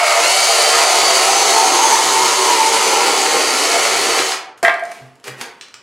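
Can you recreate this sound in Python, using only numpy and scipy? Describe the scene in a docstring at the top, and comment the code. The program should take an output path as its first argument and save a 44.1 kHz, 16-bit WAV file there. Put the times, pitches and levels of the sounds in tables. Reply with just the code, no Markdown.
"""Sawing foam board in a brick room.

A small cordless chain saw cuts through a foam board on a workbench. The motor whines at multiples of
its shaft speed, the chain rattles, and the teeth drive the bar into a howl, highest half way through.
The offcut snaps free and clatters to the floor, ringing in its own modes. The board scrapes off the
bench and the plastic tool clicks in the hand, while the brick walls reflect the sound."""
import sys
import numpy as np
from scipy import signal
from scipy.fft import rfft, irfft
from scipy.io import wavfile
from scipy.ndimage import uniform_filter1d

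SR = 44100
rng = np.random.default_rng(int(sys.argv[2]) if len(sys.argv) > 2 else 0)


def dump_mix(stems):
    """Bounce the given channels to the path in sys.argv[1] as a 16-bit WAV at rate SR."""
    frames = np.atleast_2d(stems).T  # one column per channel
    limited = np.clip(frames, -1, 1)  # hard clip at full scale
    pcm = np.round(limited * 32767).astype(np.int16)
    wavfile.write(sys.argv[1], SR, pcm)


N = 256662
TIME = np.arange(N) / SR
FREQ = np.fft.rfftfreq(N, 1 / SR)
FREE_SPEED = 388.3  # turns per second of the unloaded shaft
THROUGH_S, RELEASE_S = 4.2, 0.033  # the cut is through and the chain runs free


def saw():
    """Amplitude modulation: links strike the foam in step with the shaft. Returns (rasp, tones)."""
    depth = arch(2.32, 0.91)  # the bar sinks into the board and comes out again
    grip = arch(1.8, .9)  # the kerf grips hardest a little before the middle of the cut
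    speed = shaft_speed()
    turns = np.cumsum(speed) / SR
    bite = amp(2.5 * np.cos(2 * np.pi * turns) + 1.24 * wander(286.5) + 0.77 * wander(32.45))
    push_grind_db, push_drum_db, push_howl_db = hand_pressure()
    rattle = chain_rattle(bite, speed)
    cutting = tooth_grinding(bite, push_grind_db) + board_drumming(bite, push_drum_db)
    shake = bench_shake(speed, depth)
    howl = amp(push_howl_db) * bar_howl(bite, depth, grip)
    body = amp(3.0) * bench(cutting + shake, direct_db=-3) + amp(4.5) * bench(howl, direct_db=-7)
    running = np.interp(TIME, [4.335, 4.375], [1, 0])  # the brake stops the chain
    rasp = running * (rattle + body + chain_singing(grip))
    trigger = np.interp(TIME, [4.24, 4.33], [1, 0])  # the whine fades as the trigger is let go
    return rasp, trigger * motor_whine(speed, grip) + bar_chatter() + bar_ring()


def shaft_speed():
    """Torque against load: half trigger, full trigger, sag in the cut, then exponential braking."""
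    # The shaft at half trigger, then from the squeeze on. Each row: time in seconds, turns per second.
    half_trigger = [(0, 275), (.185, 283)]
    full_trigger = [(.24, 337), (.29, 372), (.38, 385.3), (.62, 389.2), (.88, 387), (1.1, 382.8),
                    (2, 380.2), (2.2, 382.5), (2.98, 380.2), (3.05, 377), (3.2, 382.6), (3.32, 383.4),
                    (3.68, 379), (3.8, 383.6), (3.92, 384.2), (4.01, 377.5), (4.1, 382.2), (4.24, 384.5),
                    (4.3, 370.8)]
    brake_s, brake_decay_s = 4.32, .19
    driven = uniform_filter1d(curve(list(half_trigger) + list(full_trigger)), size=SR // 20)
    return driven * np.exp(-np.maximum(TIME - brake_s, 0) / brake_decay_s)


def motor_whine(speed, grip):
    """Rotational harmonics: shaft and gear orders flicker, and break up once the teeth bite."""
    # Motor partials. Each row: multiple of the shaft speed, level in dB, change at full grip in dB,
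    # change while speeding up in dB, fade in dB per second.
    orders = [(1, -35, 2.5, -1, -.3), (2, -37, 2, 0, .5), (6, -42, 0, 0, 0), (8, -30.5, -5, 9, 0),
              (9, -37, 2, -4, .2), (10, -32, -2, -3, .8), (16, -31, 6, -1, 1.4), (17, -37.5, 8.5, -3, -.2),
              (18, -36.5, 5.5, -3, .6), (21, -31.5, -1, 0, 2.1), (24, -32.5, -.5, 0, 1.4),
              (26, -44, 0, 0, .8), (29, -46, 0, 0, 1)]
    # The pinion whines loudest under light load. Each row: time in seconds, level in dB.
    pinion_levels = [(.17, -36), (.24, -20), (.31, -23), (.36, -28), (.44, -24), (.65, -23), (.74, -27),
                     (.83, -24), (.95, -28), (1.05, -23), (1.3, -27.5), (1.7, -36), (1.88, -30.5),
                     (2.05, -39), (2.4, -33), (2.95, -35), (3.28, -25.5), (3.48, -32), (4.1, -29.5)]
    pinion_teeth = 12
    turns = np.cumsum(speed * (1 + .0006 * wander(45))) / SR
    flicker = .22 + .48 * ramp(1.05, .6)
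    squeeze = arch(.28, .09)  # the motor pulls hardest as the trigger is squeezed
    out = amp(curve(pinion_levels)) * partial(pinion_teeth * turns, flicker)
    for order, db, grip_db, squeeze_db, fade_db_per_s in orders:
        housing_db = np.interp(order * speed, [275, 320], [-16, 0])  # a small housing radiates little bass
        level_db = db + grip_db * grip + squeeze_db * squeeze - fade_db_per_s * TIME + housing_db
        out += amp(level_db) * partial(order * turns, flicker)
    return out * (speed / FREE_SPEED) ** 4


def chain_rattle(bite, speed):
    """Impact noise: dense link strikes build as the chain takes up and fade as the saw is drawn back."""
    # Spectrum of the links. Each row: frequency in Hz, relative level in dB.
    spectrum = [(200, -54), (1800, -31.5), (2900, -3), (3600, -5), (4300, 2), (5400, -2), (7000, -1),
                (9000, -5.5), (9500, -7), (11000, -8.5), (11900, -18), (13500, -19), (16000, -28)]
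    take_up_s, recede_db_per_s = 0.076, 0.85
    slack = 1 - ramp(0, take_up_s)
    level_db = -14.5 - 5.5 * slack - recede_db_per_s * TIME - 3 * ramp(THROUGH_S, RELEASE_S)
    return amp(level_db) * speed / FREE_SPEED * unit(colour(bite * grains(9000, 2.0), spectrum))


def tooth_grinding(bite, push_db):
    """Fracture noise: the teeth break the foam in tiny bursts, weaker once the chain runs free."""
    # Spectrum of the grinding. Each row: frequency in Hz, relative level in dB.
    spectrum = [(150, -34), (500, -27), (900, -4.5), (1300, 2.5), (1580, -4), (1850, 0.5), (2170, 3.5),
                (2500, -0.5), (3000, -2), (4500, -37), (9000, -71)]
    level_db = -16.5 - 4.5 * ramp(THROUGH_S, RELEASE_S) + push_db
    return amp(level_db) * unit(colour(bite * grains(5000, 4.0), spectrum))


def board_drumming(bite, push_db):
    """Forced plate vibration: the board drums more as the bar enters, and drops once it is through."""
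    # Spectrum of the board. Each row: frequency in Hz, relative level in dB.
    spectrum = [(30, -43), (90, -46), (130, -22), (165, -25), (250, -9), (340, 0), (400, 1.5), (500, 0.5),
                (650, -5), (1000, -19), (3000, -75.5)]
    entered = ramp(0, 1.46)
    level_db = -24 - 20 * (1 - entered) - 12 * ramp(THROUGH_S, RELEASE_S) + push_db
    return amp(level_db) * unit(colour(bite * grains(3000, 4.4), spectrum))


def bar_howl(bite, depth, grip):
    """Bending resonance: the teeth shake the bar, whose pitch rises with depth and creeps up the cut."""
    rest_hz, depth_hz, creep_hz_per_s = 657, 230, 16.4
    kerf_opens_s, fade_db_per_s = 2.38, 4
    hz = rest_hz + depth_hz * depth + creep_hz_per_s * TIME
    teeth = bite * grains(4000, 2.2)
    ring = resonate(resonate(teeth, hz, 163), hz, 500)
    radiation = signal.butter(3, 380, "high", fs=SR, output="sos")  # so small a blade radiates no bass
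    level_db = -19 + 2 * grip - fade_db_per_s * np.maximum(TIME - kerf_opens_s, 0)
    return amp(level_db) * unit(signal.sosfilt(radiation, ring))


def bar_chatter():
    """Self-excited vibration: short, overlapping howling tones swell and fade at several pitches."""
    # Spells of chatter. Each row: start in seconds, length in seconds, pitch in Hz, level in dB.
    spells = [(0, .2, 602, -25), (.1, .16, 665, -23), (.15, .09, 900, -26), (.16, .12, 462, -31),
              (.42, .42, 464, -26), (.3, .32, 672, -26), (.5, .16, 596, -27), (.68, .18, 960, -26),
              (.7, .72, 691, -25), (1.27, .14, 800, -25), (1.79, .12, 898, -15.5), (1.82, .15, 692, -26),
              (1.918, .052, 897, -8), (1.93, .33, 764, -28), (2.03, .29, 895, -22), (2.07, .27, 964, -24),
              (2.08, .18, 1074, -27), (2.33, .2, 1064, -24), (2.36, .52, 894, -22), (2.42, .16, 962, -21),
              (2.62, .19, 964, -22.5), (2.86, .12, 1010, -24.5), (2.97, .17, 965, -23), (3, .1, 895, -25),
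              (3, .13, 462, -28), (3.04, .12, 812, -26), (3.28, .14, 755, -24), (3.92, .1, 810, -26),
              (3.98, .19, 460, -31)]
    return stick_slip(spells)


def bar_ring():
    """Damping: the chain keeps the bare steel bar ringing until it sinks into the foam."""
    # Modes of the bare bar. Each row: frequency in Hz, level in dB.
    modes = [(1238, -36), (2065, -28.5), (2205, -26), (2280, -27)]
    fade_db_per_s = 14
    return amp(-fade_db_per_s * TIME) * sum(amp(db) * partial(hz * TIME, flicker=.7) for hz, db in modes)


def chain_singing(grip):
    """Narrow resonance: the chain sings high where the kerf grips it."""
    sing_hz = 6440
    ring = resonate(resonate(grains(4000, 2), sing_hz, 150), sing_hz, 240)
    return amp(-38 + 8 * grip) * unit(ring)


def hand_pressure():
    """Contact force: leaning on the saw shifts grinding, drumming and howl. Returns three dB curves."""
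    # Pushes of the hand. Each row: centre in seconds, half length in seconds, then the changes of
    # grinding, drumming and howl in dB.
    pushes = [(.03, .1, 2, 0, 0), (.2, .06, 3, 13, 0), (.84, .3, 2.7, 6, 0), (2.35, .4, -1, 0, -4),
              (3.02, .12, 1.5, 3.5, 3), (3.36, .043, 1.5, 2.5, 0), (3.79, .048, 1, .5, 0),
              (4.12, .14, .5, 1.5, -4)]
    return sum(np.outer(change_db, arch(s, half_length)) for s, half_length, *change_db in pushes)


def bench_shake(speed, dip):
    """Structure-borne sound: the saw shakes the bench; the low rumble dips midway through the cut."""
    # Spectrum of the shaking. Each row: frequency in Hz, relative level in dB.
    spectrum = [(30, -23), (95, -17), (130, 7.5), (165, 3), (300, -8), (800, -42)]
    fade_db_per_s = 2.2
    level_db = -50.5 - fade_db_per_s * TIME - 10 * dip
    return amp(level_db) * (speed / FREE_SPEED) ** 2 * unit(colour(rng.standard_normal(N), spectrum))


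def bench(x, direct_db):
    """Parallel resonances: the bench and its corner favour narrow pitches; a direct part passes by."""
    # Modes of bench and corner. Each row: frequency in Hz, width in Hz, relative gain in dB.
    modes = [(132, 10, 1), (198, 10, -2), (383, 12, -3), (464, 16, -1), (515, 12, -6), (598, 14, -2),
             (690, 14, 0), (764, 12, -2), (800, 14, -3), (893, 16, 2), (962, 18, 0), (1006, 12, -5),
             (1067, 16, 0), (1237, 16, -4), (1359, 18, -4)]
    response = sum(amp(db) / (1 + 2j * (FREQ - hz) / width) for hz, width, db in modes)
    return amp(-4) * irfft(rfft(x) * (amp(direct_db) + amp(2) * response), N)


def foam_snaps():
    """Brittle fracture: the last strip of foam snaps, then the chain catches."""
    # The two snaps. Each row: start in seconds, level in dB, decay in seconds.
    snaps = [(4.19, -10, 0.007), (4.32, -8, 0.0025)]
    # Their spectrum. 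Each row: frequency in Hz, relative level in dB.
    spectrum = [(60, -39), (200, -23), (310, 6), (450, -4), (800, -9), (2000, 9.5), (5000, 0), (16000, -37)]
    return transients(snaps, spectrum)


def board_knock():
    """Elastic rebound: the freed board knocks against the bench, cushioned by the soft foam."""
    # Modes of the knock. Each row: frequency in Hz, relative level in dB, 60 dB decay time in seconds.
    modes = [(305, 0, .1), (455, -3, .08), (520, -6, .06)]
    start_s, level_db, rise_s = 4.19, -14, .007
    out, t = np.zeros(N), np.arange(SR // 5) / SR
    ring = sum(amp(level_db + db - 60 * t / t60) * np.sin(2 * np.pi * hz * t) for hz, db, t60 in modes)
    add(out, start_s, ring * (1 - np.exp(-(t / rise_s) ** 2)))
    return out


def offcut_clatter():
    """Modal ringing: each landing excites the same modes; a soft contact leaves out the high ones."""
    # Offcut modes. 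Each row: frequency in Hz, relative level in dB, 60 dB decay time in seconds.
    modes = [(474, -17, .3), (694, -3, .16), (1066, -14, .35), (1192, -10, .34), (1281, -14, .2),
             (1389, -14, .18), (1604, -2.5, .26), (1755, -6, .16), (1835, -3, .15), (2045, -1.5, .19),
             (2126, -8, .17), (2280, -4, .24), (2460, -19, .15), (2685, -12, .22), (3160, -8, .12),
             (3420, -13, .1)]
    # Bounces. Each row: start in seconds, ring level in dB, crack level in dB, contact cutoff in Hz.
    landings = [(4.6285, -2.5, -9, 650), (4.649, -13, 3.5, 3520), (4.68, -17.5, 0.5, 3160),
                (4.695, -25, -1.5, 3500), (4.745, -40, -18, 2500), (4.797, -41, -31, 3000),
                (4.853, -52, -38, 3000), (4.916, -34, -28, 1500)]
    # Spectrum of the crack of contact. Each row: frequency in Hz, relative level in dB.
    crack_spectrum = [(40, -63), (150, -42), (300, -12), (700, -3.5), (1300, 2), (2000, 9.5), (2700, -7),
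                      (3400, -8), (4500, -16), (8000, -28), (16000, -25)]
    out, t = np.zeros(N), np.arange(SR * 3 // 4) / SR
    hz, db, t60 = np.transpose(modes)[:, :, None]
    ringing = amp(db - 60 * t / t60) * np.sin(2 * np.pi * hz * t)
    attack = 1 - np.exp(-t / 0.0011)
    for s, ring_db, crack_db, cutoff_hz in landings:
        ring = (ringing / np.sqrt(1 + (hz / cutoff_hz) ** 4)).sum(0)
        crack = colour(rng.standard_normal(len(t)) * np.exp(-t / 0.0039), crack_spectrum)
        crack = signal.lfilter(*signal.butter(1, cutoff_hz, fs=SR), crack)
        add(out, s, amp(ring_db) * ring * attack + amp(crack_db - 3.0) * crack)
    return out


def air_puff():
    """Air displacement: the offcut's first, flat landing squeezes out a short dull thud."""
    # Spectrum of the puff. Each row: frequency in Hz, relative level in dB.
    spectrum = [(60, -50), (140, -23), (230, -3), (330, -1), (550, -1), (1000, -39), (4000, -62)]
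    start_s, level_db, decay_s = 4.6285, -7.5, 0.007
    return transients([(start_s, level_db, decay_s)], spectrum)


def foam_squeaks():
    """Stick-slip friction: the foam squeaks as it skids."""
    # Skids. Each row: start in seconds, length in seconds, pitch in Hz, level in dB.
    skids = [(4.636, .014, 700, -9.5), (4.677, .014, 698, -13), (4.822, .024, 692, -18.5),
             (4.872, .05, 694, -34)]
    return stick_slip(skids)


def board_scrape():
    """Sliding friction: foam rasps over wood in clumps of grains; each stroke swells and dies away."""
    # Strokes of the board. Each row: start, rise and decay in seconds, level in dB.
    strokes = [(4.72, 0.21, 0.098, -45), (5.224, 0.057, 0.0067, -30.5), (5.35, 0.056, 0.027, -34),
               (5.45, 0.13, .3, -60)]
    # Spectrum of foam on wood. Each row: frequency in Hz, relative level in dB.
    spectrum = [(88, -63), (150, -6), (321, -4), (398, 1.5), (484, -1), (566, -9), (854, -1), (1290, -9),
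                (1660, -3), (2400, -5), (3220, -10), (9630, -16), (16000, -32)]
    sliding = sum(amp(db) * ramp(s, rise) ** 2 * np.exp(-np.maximum(TIME - s - rise, 0) / decay)
                  for s, rise, decay, db in strokes)
    return sliding * amp(1.3 * wander(90)) * unit(colour(grains(2500, 1.9), spectrum))


def sharp_ticks():
    """Brief contacts have broad spectra: sharp ticks as the offcut lands and the board scrapes."""
    # Ticks. Each row: start in seconds, level in dB, decay in seconds.
    ticks = [(4.576, -41, 0.013), (4.629, -12, 0.0062), (4.649, -11.5, 0.0013), (4.742, -25.5, .002),
             (4.7946, -33, 0.0056), (4.837, -28, 0.0018), (4.8525, -29.5, 0.0046), (4.8914, -38, 0.0018),
             (4.9163, -26, 0.0041), (5.0011, -49, .003), (5.1553, -44, 0.0036), (5.1997, -43, .002),
             (5.2411, -30.5, 0.014), (5.4122, -16.5, 0.0063)]
    # Their spectrum. 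Each row: frequency in Hz, relative level in dB.
    spectrum = [(100, -25), (600, -7.5), (1500, 3), (2900, 0), (3500, -6), (4200, -0.5), (6000, -4),
                (8500, -5), (11000, -8.5), (16000, -29)]
    return transients(ticks, spectrum)


def tool_clicks():
    """Damped impacts: the plastic tool clicks in the hand."""
    # Clicks. Each row: start in seconds, level in dB, decay in seconds.
    clicks = [(5.6113, -23.5, 0.0033), (5.619, -32.5, 0.0088), (5.684, -33, .002), (5.7415, -22, 0.0027)]
    # Their spectrum. Each row: frequency in Hz, relative level in dB.
    spectrum = [(100, -34), (700, -9.5), (1500, -2.5), (2300, 0), (2900, 2), (3500, 0), (4200, 2.5),
                (6000, -2.5), (8500, -7), (10500, -23), (16000, -32)]
    return transients(clicks, spectrum)


def bench_bumps():
    """Free vibration: dull bumps ring the bench's lowest modes."""
    # Bumps. Each row: start in seconds, level in dB.
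    bumps = [(4.19, -49), (4.632, -44), (5.012, -30), (5.281, -31.5)]
    rise_s, t60_s = 0.018, 0.29
    out, t = np.zeros(N), np.arange(SR // 2) / SR
    ring = sum(gain * np.sin(2 * np.pi * hz * t) for hz, gain in [(131, 1), (255, 0.33), (105, 0.13)])
    for s, db in bumps:
        add(out, s, amp(db - 60 * t / t60_s) * (1 - np.exp(-t / rise_s)) * ring)
    return out


def room(x, size=16384):
    """Time-varying reverberation: as tool and body move, each stretch of sound gets its own tail."""
    already_ringing = np.pad(x, (size, 0), mode="reflect")  # the saw is running as the scene opens
    padded, out = np.pad(already_ringing, (0, size)), np.zeros(N + 2 * size)
    window = signal.windows.cosine(size)
    for start in range(0, N + size, size // 2):
        add(out, start / SR, signal.fftconvolve(padded[start:start + size] * window, room_tail()))
    return out[size:size + N]


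def room_tail():
    """Frequency-dependent absorption: sparse reflections off brick die at their own rate in each band."""
    # Decay of the room. Each row: frequency in Hz, reverberation time in seconds.
    decay_times = [(120, 0.28), (400, 0.71), (1100, 0.63), (2200, 0.5), (4000, 0.39), (9000, 0.26),
                   (16000, 0.27)]
    count, first_reflection_s = 2000, .006
    taps = np.zeros(SR)
    signs = rng.choice([-1., 1.], count)
    arrivals = (np.arange(count) + rng.random(count)) * (SR - 1) / count
    taps[arrivals.astype(int)] = signs
    taps[:int(first_reflection_s * SR)] = 0
    hz, t, bands = signal.stft(taps, SR, nperseg=256)
    tail = signal.istft(bands * amp(-60 * t / read(decay_times, hz)[:, None]), SR, nperseg=256)[1]
    return tail / np.linalg.norm(tail)


def background():
    """Stationary noise: a faint, low hush fills the room."""
    # Spectrum of the hush. 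Each row: frequency in Hz, relative level in dB.
    spectrum = [(25, -27), (100, 0), (400, 1.5), (1500, -7), (5000, -22), (15000, -51.5)]
    return amp(-57) * colour(rng.standard_normal(N), spectrum)


def stick_slip(rows):
    """Stick-slip oscillation: short swelling tones with an unsteady pitch."""
    out = np.zeros(N)
    for s, length, hz, db in rows:
        count = int(length * SR)
        turns = np.cumsum(hz * (1 + .005 * wander(60)[:count])) / SR
        swell = amp(db + 2 * wander(25)[:count]) * signal.windows.tukey(count, .5)
        add(out, s, swell * np.sin(2 * np.pi * turns))
    return out


def transients(rows, spectrum):
    """Impulsive excitation: exponentially decaying noise bursts share one spectrum."""
    out, t = np.zeros(N), np.arange(SR // 10) / SR
    for s, db, decay in rows:
        add(out, s, amp(db - 3.0) * rng.standard_normal(len(t)) * np.exp(-t / decay))
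    return colour(out, spectrum)


def grains(per_s, spread_db):
    """Shot noise: tiny fractures and impacts of uneven size at random times."""
    size = amp(spread_db * np.minimum(rng.exponential(1, N), 4))
    return unit(size * rng.choice([-1, 1], N) * (rng.random(N) < per_s / SR))


def partial(turns, flicker, rate_hz=15):
    """Random modulation: a tone of rms 1 whose strength and phase flicker."""
    unsteady = 1 + flicker * (wander(rate_hz) + 1j * wander(rate_hz)) / np.sqrt(2)
    carrier = np.exp(2j * np.pi * (turns + rng.random()))
    return np.sqrt(2 / (1 + flicker ** 2)) * (unsteady * carrier).real


def resonate(x, hz, width_hz):
    """A damped resonator of gain 1 whose frequency can follow a curve."""
    phasor = np.exp(2j * np.pi * np.cumsum(hz * np.ones(N)) / SR)
    pole = np.exp(-np.pi * width_hz / SR)
    return 2 * (phasor * signal.lfilter([1 - pole], [1, -pole], x / phasor + 1e-18)).real


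def colour(x, spectrum):
    """Minimum-phase filtering to a spectrum; keeps the power of white noise."""
    log_gain = np.log(amp(read(spectrum, abs(np.fft.fftfreq(4096, 1 / SR)))))
    taps = np.fft.ifft(np.exp(np.conj(signal.hilbert(log_gain)))).real
    return signal.oaconvolve(x, taps / np.linalg.norm(taps))[:len(x)]


def wander(rate_hz):
    """Random fluctuation of rms 1, mostly below the given rate."""
    knots = rng.standard_normal(N // 16)
    return unit(np.interp(TIME * 2 * rate_hz, np.arange(len(knots)), knots))


def arch(centre_s, half_length_s):
    """A Gaussian swell from 0 to 1 and back."""
    return np.exp(-((TIME - centre_s) / half_length_s) ** 2)


def ramp(start_s, length_s):
    """A linear rise from 0 to 1 that stays."""
    return np.clip((TIME - start_s) / length_s, 0, 1)


def curve(rows):
    """Interpolates rows of time and value at every sample."""
    return np.interp(TIME, *np.transpose(rows))


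def read(points, hz):
    """Interpolates a table on a log-frequency axis."""
    f, value = np.transpose(points)
    return np.interp(np.log(hz + 1), np.log(f + 1), value)


def add(mix, s, sound):
    """Superposition: mixes a sound in at a time in seconds."""
    part = mix[max(round(s * SR), 0):][:len(sound)]
    part += sound[:len(part)]


def amp(db):
    """Decibels to gain."""
    return 10 ** (np.asarray(db) / 20)


def unit(x):
    """Scales to rms 1."""
    return x / np.sqrt(np.mean(x ** 2) + 1e-20)


def scene():
    """Direct and diffuse fields: all sounds near the middle; tones arrive mostly by the direct path."""
    rasp, saw_tones = saw()
    clatter = amp(-.5) * offcut_clatter()
    noises = amp(-3.5) * rasp + amp(2.0) * board_scrape()
    noises += amp(-0.5) * sharp_ticks() + tool_clicks() + amp(1.5) * foam_snaps()
    tones_and_thuds = saw_tones + foam_squeaks() + bench_bumps() + board_knock() + air_puff()
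    hush = background()
    direct = noises + clatter + tones_and_thuds
    reverberation = amp(-1.5) * room(noises + amp(-5) * clatter + amp(-7.5) * tones_and_thuds)
    mid = direct + reverberation + hush
    # Stereo width. Each row: frequency in Hz, relative level in dB.
    width = [(100, -7.0), (1500, -23.5), (4500, -2.0), (8500, -4.5), (12000, 0.5)]
    side = amp(-13.5) * colour(room(direct), width)
    # The lows lean right. Each row: frequency in Hz, share moved to the left.
    balance = [(60, 0.00023), (250, -0.073), (1000, -0.071), (4000, 0.011), (8000, 0.033)]
    lean = irfft(rfft(mid) * read(balance, FREQ), N)
    return np.array([mid + side + lean, mid - side - lean])


def record(dry):
    """Soft saturation rounds the peaks at full scale; a low-pass filter then limits the band."""
    edge_hz = 15900
    limited = dry / (1 + dry ** 8) ** (1 / 8)
    low_pass = signal.firwin(511, edge_hz, window=("kaiser", 9), fs=SR)
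    return signal.oaconvolve(limited, low_pass[None], "same")


dry = scene()
out = record(dry)
dump_mix(out)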